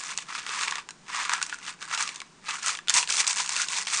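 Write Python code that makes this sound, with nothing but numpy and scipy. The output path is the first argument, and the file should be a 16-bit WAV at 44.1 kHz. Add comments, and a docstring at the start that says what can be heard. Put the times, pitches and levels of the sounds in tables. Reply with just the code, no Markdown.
"""Homemade maracas in a small room

Two cups on sticks, with loose grains inside, are played close to the microphone. Turned slowly at first,
the filling slides and trickles; from about 2.9 s they are shaken hard. Every grain ticks on the cup wall
and rings the air inside; single grains and clumps land with louder clacks. The room adds a short echo."""
import sys
import numpy as np
from scipy import signal
from scipy.fft import rfft, irfft
from scipy.io import wavfile
from scipy.ndimage import uniform_filter1d

SR = 44100
rng = np.random.default_rng(int(sys.argv[2]) if len(sys.argv) > 2 else 0)


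def to_wav(s):
    """Save 16-bit WAV."""
    ch = np.atleast_2d(s).T  # columns
    pcm = np.round(np.clip(ch, -1, 1) * 32767)  # PCM
    wavfile.write(sys.argv[1], SR, pcm.astype(np.int16))


N = 176400
HZ = np.fft.rfftfreq(2048, 1 / SR)
HIT_LEN = len(HZ)  # samples in one impact
HIT_T = np.arange(HIT_LEN) / SR


def amp(db):
    """Decibels to gain."""
    return 10 ** (np.asarray(db) / 20)


def unit(x):
    """Scales each row to energy 1."""
    return x / np.sqrt(np.sum(x ** 2, -1, keepdims=True) + 1e-20)


def curve(points, hz):
    """Joins (Hz, value) points on a log-frequency axis."""
    point_hz, value = np.transpose(points)
    return np.interp(np.log(hz + 1), np.log(point_hz + 1), value)


def add(mix, start_s, sound):
    """Mixes a sound in at start_s, dropping what falls outside."""
    at = round(start_s * SR)
    sound = sound[max(-at, 0):]
    part = mix[max(at, 0):][:len(sound)]
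    part += sound[:len(part)]


def causal(db):
    """Impulse response with the given gains on HZ and no ringing ahead."""
    log_gain = np.log(amp(np.r_[db, db[-2:0:-1]]))
    spectrum = np.exp(np.conj(signal.hilbert(log_gain)))
    return np.fft.ifft(spectrum).real[:HIT_LEN]


def ringing(modes):
    """One dying sine for each mode of a struck object."""
    return np.array([amp(db - 60 * HIT_T / t60) * np.sin(2 * np.pi * hz * HIT_T)
                     for hz, db, t60 in modes])


# The quiet room around the microphone. Each row: frequency in Hz, relative noise density in dB.
ROOM_TONE = [(20, -2.5), (50, -9.5), (85, -13.5), (120, -6.5), (165, 4.5), (230, -1), (400, -3.5),
             (550, -9.5), (1000, -5), (3000, -12.5), (7000, -13.5), (9500, -20), (10500, -64)]


def room_tone(rms_db=-56):
    """Faint steady noise behind the maracas."""
    colour = amp(curve(ROOM_TONE, np.fft.rfftfreq(N, 1 / SR)))
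    noise = irfft(rfft(rng.standard_normal(N)) * colour, N)
    return amp(rms_db) * np.sqrt(N) * unit(noise)


# The colour of a grain on the cup, heard close up. Each row: frequency in Hz, relative gain in dB.
CUP_COLOUR = [(100, -45.5), (250, -37), (420, -18.5), (580, -19.5), (760, -10), (950, -3), (1400, -2),
              (1750, -2), (2650, -0.5), (3100, -5.5), (3500, -4), (4900, -2.5), (6600, -0.5), (7800, -3),
              (9100, -6.5), (9800, -15.5), (10500, -26.5)]
# The cup wall's modes. Each row: frequency in Hz, relative level in dB, seconds to fall 60 dB.
WALL_MODES = [(1065, -31, 0.014), (1444, -28.5, 0.033), (1687, -25, 0.046), (1980, -26.5, 0.028),
              (2270, -27, .025), (2690, -40, 0.016), (3500, -26, 0.026), (4230, -34.5, 0.02),
              (6170, -25, 0.02), (6750, -28.5, .012)]
CHATTER = amp(-18.5) * np.exp(-HIT_T / 0.01)  # the wall chatters briefly after each contact


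def wall_ticks(count, contact_s=0.00025, ping_decay_cycles=3.46, ping_db=-7.5):
    """One tick for each spot on the wall: a sharp contact, its own mix of the modes and its own ping."""
    contact = rng.standard_normal((count, HIT_LEN)) * (np.exp(-HIT_T / contact_s) + CHATTER)
    ring = rng.standard_normal((count, len(WALL_MODES))) @ ringing(WALL_MODES)
    ping_hz = np.geomspace(945, 8710, count)
    cycles = ping_hz[:, None] * HIT_T
    ping = np.sin(2 * np.pi * cycles) * np.exp(-cycles / ping_decay_cycles)
    ticks = unit(contact + ring) + amp(ping_db) * unit(ping)
    return unit(signal.fftconvolve(ticks, causal(curve(CUP_COLOUR, HZ))[None], axes=1)[:, :HIT_LEN])


def cavity(sound, body_db, treble_db, air_hz, air_width_hz=125, air_db=2.5, body_trim_db=-3):
    """The air in the cup rings at a pitch that shifts with the filling; body and treble tint the blow."""
    body = curve([(650, 0), (950, 1), (1500, 1), (2700, 0)], HZ)
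    treble = curve([(3400, 0), (6000, 1)], HZ)
    air = 1 / (1 + (2 * (HZ - air_hz) / air_width_hz) ** 2)
    colour_db = (body_db + body_trim_db) * body + treble_db * treble + air_db * air
    return signal.fftconvolve(sound, causal(colour_db))


def pop(hz, decay_s=0.0017):
    """One hollow pop: the air in the cup swells into its ring and dies within milliseconds."""
    return (HIT_T / decay_s) ** 2 * np.exp(-HIT_T / decay_s) * np.sin(2 * np.pi * hz * HIT_T)


def scattered_pops(swell, air_hz, chance, per_s=70, spread_oct=0.17, gain_db=6):
    """Heavier grains set the air in the cup popping around its own pitch."""
    out = np.zeros(len(swell) + HIT_LEN)
    count = int(len(swell) * per_s / SR)
    for k, (jitter, pitch, size) in enumerate(chance.random((count, 3))):
        at = int((k + jitter) * SR / per_s)
        hz = air_hz * 2 ** (spread_oct * (2 * pitch - 1))
        out[at:at + HIT_LEN] += amp(gain_db) * swell[at] * size * pop(hz)
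    return out


def shower(ticks, t, swell, air_hz, shaken, usual_db=-28, crowding=0.6, bunch_hz=91, bunch_db=1.58):
    """Grains rain on the wall in bunches: fine and dense when sliding, coarser when shaken."""
    usual_per_s, spread_db, trim_db = (650, 3, 0.5) if shaken else (1700, 5.5, -0.5)
    chance = np.random.default_rng(rng.integers(2 ** 31))
    rate = usual_per_s / SR * (swell / amp(usual_db)) ** crowding  # louder surges hold more impacts
    due = np.cumsum(rate)
    bunches = chance.standard_normal(size=80)
    jitter, weight, spot = chance.random((int(due[-1]) + 1, 3)).T
    turn = np.arange(len(jitter)) + 2 * jitter - 1
    hits = np.minimum(np.searchsorted(due, turn), len(t) - 1)
    size = amp(spread_db * np.sqrt(12) * weight)
    size *= amp(bunch_db * np.interp(t[hits] * bunch_hz, np.arange(-40, 40), bunches))
    size *= swell[hits] / np.sqrt(rate[hits] * np.mean(size ** 2))  # together they follow the swell
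    out = scattered_pops(swell, air_hz, chance)
    for at, strength, k in zip(hits, size, (spot * len(ticks)).astype(int)):
        out[at:at + HIT_LEN] += strength * ticks[k]
    return amp(trim_db) * out


# The filling surges against the wall, close to the microphone. Each row: peak time, rise and fall in
# seconds, relative level, hollow body and treble in dB, air resonance in Hz.
FILLING_SURGES = [(0.003, 0.06, 0.056, -39.5, -0.5, 3, 1070), (0.112, 0.11, 0.026, -32.5, 1.5, -1.5, 1150),
                  (0.187, 0.048, 0.065, -39, -3, -1.5, 1200), (0.29, 0.023, 0.034, -38, 6.5, -3.5, 1220),
                  (0.36, 0.059, 0.094, -32, 0, -5, 1320), (0.513, 0.06, 0.09, -32, 4, -5, 1265),
                  (0.63, 0.11, 0.039, -27, 1.5, -2.5, 1096), (0.685, 0.026, 0.04, -31.5, 6, -6, 1080),
                  (0.74, 0.031, 0.056, -34, 4, -8.5, 1130), (0.79, 0.014, 0.031, -37.5, 1.5, -6, 1120),
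                  (1.154, 0.062, 0.049, -28.5, 4.5, -4, 1080), (1.199, 0.03, 0.1, -28, 4, -4.5, 1080),
                  (1.327, 0.044, 0.071, -29, 6, -5, 1310), (1.429, 0.019, 0.04, -36, 0.5, -1.5, 1410),
                  (1.527, 0.076, 0.053, -38, -2.5, -3.5, 1450), (1.689, 0.059, 0.04, -32.5, 1.5, -3, 1210),
                  (1.82, 0.023, 0.084, -40.5, 5.5, -1.5, 1550), (1.94, 0.052, 0.031, -29.5, 6, -3, 1363),
                  (1.995, 0.019, 0.079, -26.5, 2.5, -2, 1200), (2.1, 0.047, 0.11, -40, 0.5, -3, 1056),
                  (2.499, 0.042, 0.04, -28.5, 0.5, -7, 1260), (2.544, 0.03, 0.055, -34, 6.5, 0.5, 1304),
                  (2.678, 0.059, 0.066, -25.5, 0, -0.5, 1286), (2.907, 0.0087, 0.009, -26, 3, -2, 1420),
                  (2.959, 0.025, 0.058, -18.5, -1, 1, 982), (3.092, 0.013, 0.042, -29, 2, -2, 1450),
                  (3.14, 0.035, 0.035, -27.5, -4.5, 3, 1220), (3.202, 0.04, 0.02, -21.5, -1.5, 3, 944),
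                  (3.245, 0.025, 0.02, -32, 3.5, -2.5, 1000), (3.295, 0.028, 0.048, -26.5, -0.5, 1.5, 1056),
                  (3.393, 0.04, 0.05, -25.5, -1, 1.5, 1000), (3.449, 0.014, 0.025, -38, 3, -10, 990),
                  (3.525, 0.059, 0.047, -32, 0.5, 1.5, 974), (3.604, 0.059, 0.044, -25, 0, 0, 1430),
                  (3.705, 0.023, 0.043, -35, 3.5, 1.5, 1016), (3.78, 0.085, 0.059, -27, -1.5, 0.5, 1000),
                  (3.885, 0.021, 0.041, -31, -2.5, -1.5, 1140), (3.94, 0.041, 0.066, -25.5, -2.5, 2, 1300),
                  (3.996, 0.022, 0.036, -27, -1, -5, 1130)]


def surges(shake_from_s=2.85, drop_db=12, roundness=1.5):
    """Each turn or shake sends a shower of grains that swells and thins."""
    out, ticks = np.zeros(N), wall_ticks(count=300)
    for peak_s, rise_s, fall_s, level_db, body_db, treble_db, air_hz in FILLING_SURGES:
        t = np.arange(-2 * rise_s, 2 * fall_s, 1 / SR)
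        swell = amp(level_db - drop_db * np.maximum(-t / rise_s, t / fall_s) ** roundness)
        grains = shower(ticks, t, swell, air_hz, shaken=peak_s > shake_from_s)
        add(out, peak_s + t[0], cavity(grains, body_db, treble_db, air_hz))
    return out


def clack(rise_s=0.00022, decay_s=0.0013, ripple_db=3.5, ripple_width_hz=447.4):
    """A clump of grains lands at once: a short burst that rings the wall, coloured by the spot it hits."""
    fade = (1 - np.exp(-HIT_T / rise_s)) * (np.exp(-HIT_T / decay_s) + CHATTER)
    burst = rng.standard_normal(HIT_LEN) * fade
    for _ in range(3):  # even out the spectrum, then restore the fade
        burst = irfft(np.exp(1j * np.angle(rfft(burst))), HIT_LEN)
        burst *= fade / np.sqrt(abs(uniform_filter1d(burst ** 2, size=40)) + 1e-12)
    ring = sum(rng.choice([-1, 1]) * mode for mode in ringing(WALL_MODES))
    ripple = np.diff(rng.standard_normal(size=80)) / np.sqrt(2)
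    spot_db = ripple_db * np.interp(HZ / ripple_width_hz, np.arange(len(ripple)), ripple)
    return unit(signal.fftconvolve(burst + ring, causal(curve(CUP_COLOUR, HZ) + spot_db)))


# Hard landings that stand out at close range. Each row: start in seconds, relative level, hollow body
# and treble in dB, air resonance in Hz.
HARD_LANDINGS = [(0.036, -37.5, 8, 5, 1066), (0.1754, -26.5, -10, 3.5, 1210),
                 (0.1861, -24, -3.5, -12, 1180), (0.224, -45.5, 9, 3, 1450), (0.325, -37, 12, -14, 1320),
                 (0.3512, -32.5, 9, -24, 1350), (0.4651, -27.5, 1.5, -9.5, 1280),
                 (0.492, -24.5, -17, -12, 1010), (0.506, -34, 7, -14, 1100), (0.611, -25.5, -2, -11, 1200),
                 (0.6335, -22, -1.5, -8, 1400), (0.676, -30.5, 9, -8, 1060),
                 (0.6804, -20.5, -3, -9.5, 1050), (0.7102, -26.5, -22, -2.5, 1240),
                 (0.7227, -26.5, 8.5, -10, 1110), (0.7556, -25.5, -4, -6, 1080), (0.7826, -29, 6, -9, 1155),
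                 (0.889, -34.5, 6, -3.5, 1576), (0.907, -36.5, -4, 0, 1430), (1.064, -53, -2, -14, 1200),
                 (1.153, -45, 10, -30, 1094), (1.2944, -22.5, 10, -6, 984), (1.3174, -27, 9.5, -10, 960),
                 (1.3349, -21.5, 8, 0.5, 1360), (1.4152, -29, 11, -4, 1480), (1.427, -24.5, -1, 4, 1083),
                 (1.4644, -40, 7, 8, 1180), (1.4958, -35.5, 5, -1, 1470), (1.5261, -32.5, 14.5, -29, 1470),
                 (1.5435, -43.5, 16, 8, 1420), (1.5862, -48.5, 13, 7, 1430), (1.817, -32, -7, -12, 1400),
                 (1.826, -29.5, 0, -7, 1370), (1.912, -29, 6, -21, 1340), (1.9479, -26.5, -18, -1, 1340),
                 (1.9762, -24, 1, -6, 1260), (2.0252, -31, 4, 9.5, 1200),
                 (2.0762, -24.5, -12.5, -7.5, 1490), (2.0902, -23, -14, -13, 1040),
                 (2.1592, -33.5, -13, -1, 1150), (2.2026, -28, -13, -10.5, 1460),
                 (2.2167, -34, 5.5, -6, 1080), (2.4896, -28, 6.5, -19, 1230), (2.508, -29.5, -6, -4, 1250),
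                 (2.6293, -32, -12, 0, 1480), (2.6613, -30, 2, 8.5, 1420), (2.682, -26, 4, 4, 1184),
                 (2.7505, -26, -8, -11, 1480), (2.7723, -33, -10, -5, 1080), (2.7883, -31, 5, -13, 1220),
                 (2.8735, -33.5, -3, -10, 1480), (2.9022, -23, 2, 2, 1430), (2.9398, -21.5, -18, 6.5, 1240),
                 (3.0284, -22.5, -0.5, -7, 1030), (3.0746, -24.5, -18, -10.5, 1260),
                 (3.0997, -23, -8, -1, 1390), (3.1044, -22, -23, -1, 1460), (3.124, -27.5, -13, 4, 1090),
                 (3.1684, -25, -13, 3, 950), (3.211, -28.5, 9, -16, 1010), (3.229, -30.5, 4.5, -7, 1120),
                 (3.243, -30, 4, -9, 1260), (3.2678, -21, -17, -2.5, 1110), (3.2749, -22.5, -4, 0, 1280),
                 (3.278, -32.5, -3, 14.5, 1030), (3.3296, -30, 2, 3, 1470), (3.3625, -35, -4.5, 3, 1090),
                 (3.461, -27, -18, -2.5, 1180), (3.476, -32, -9, -1, 1200), (3.4924, -28.5, 2.5, 6.5, 1490),
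                 (3.564, -22.5, -18, -1.5, 1290), (3.617, -29, 2, 7.5, 1100), (3.6852, -25, -17, -2, 1060),
                 (3.8703, -21, -10, -9.5, 1370)]


def landings(gain_db=24, pop_db=-15):
    """Single clacks among the surges, each with its hollow pop."""
    out = np.zeros(N)
    for start_s, level_db, body_db, treble_db, air_hz in HARD_LANDINGS:
        landing = clack()[:HIT_LEN] + amp(pop_db) * unit(pop(air_hz))
        add(out, start_s, amp(level_db + gain_db) * cavity(landing, body_db, treble_db, air_hz))
    return out


# Knocks on the cup as the shaking begins. Each row: start in seconds, relative level and treble in dB.
CUP_KNOCKS = [(2.8833, 4, -9), (2.8901, -1, -7), (2.896, 7, 0.5)]
# What the knocks ring with. Each row: frequency in Hz, relative level in dB, seconds to fall 60 dB.
KNOCK_RING = [(1410, -16, 0.018), (2980, -6.5, 0.0088), (3560, -4, 0.014), (4500, -5, 0.011),
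              (5200, -4, .008), (6520, -2, .011), (7450, -9, 0.022), (9600, -13, 0.01)]
# Dull jolts of the handle. Each row: start in seconds, level in dB.
HANDLE_JOLTS = [(2.896, -40), (2.955, -36.5)]


def jerk(grit_db=-8, jolt_s=0.0018):
    """The jerk that starts the shaking knocks something hard against the cup and jolts the handle."""
    out = np.zeros(N)
    ring = unit(sum((-1) ** k * mode for k, mode in enumerate(ringing(KNOCK_RING))))
    for start_s, level_db, treble_db in CUP_KNOCKS:
        knock = ring + amp(grit_db) * clack()[:HIT_LEN]
        add(out, start_s, amp(level_db) * cavity(knock, 0, treble_db, air_hz=KNOCK_RING[0][0]))
    for start_s, level_db in HANDLE_JOLTS:
        add(out, start_s, amp(level_db) * (1 - HIT_T / jolt_s) * np.exp(-HIT_T / jolt_s))
    return out


# How fast the small room dies away. Each row: frequency in Hz, seconds to fall 60 dB.
ROOM_DECAY = [(300, 0.47), (1500, 0.3), (5000, 0.24), (10000, .22)]


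def room_echo(direct, echoes_per_s=900, early_db=-24, tail_db=-15.5):
    """Early echoes off the table and walls reach the microphone, then a short diffuse tail."""
    t = np.arange(SR // 2) / SR
    early = rng.standard_normal(len(t)) * (rng.random(len(t)) < echoes_per_s / SR)
    early *= (t > 0.002) & (t < 0.018)
    diffuse = rng.standard_normal(len(t)) * (t > 0.006)
    hz, frame_s, spectra = signal.stft(diffuse, SR, nperseg=256)
    decay = amp(-60 * frame_s / curve(ROOM_DECAY, hz)[:, None])
    tail = signal.istft(spectra * decay, SR, nperseg=256)[1][:len(t)]
    return signal.fftconvolve(direct, amp(early_db) * unit(early) + amp(tail_db) * unit(tail))[:N]


def scene():
    """The maracas close by, with the small room behind them, in mono."""
    maracas = surges() + landings() + jerk()
    return (maracas + room_echo(maracas) + room_tone())[None]


def record(dry):
    """The microphone passes little above 10 kHz."""
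    lowpass = signal.firwin(161, cutoff=10150, window=("kaiser", 7), fs=SR)
    return signal.oaconvolve(dry, lowpass[None], "same")


dry = scene()
out = record(dry)
to_wav(out)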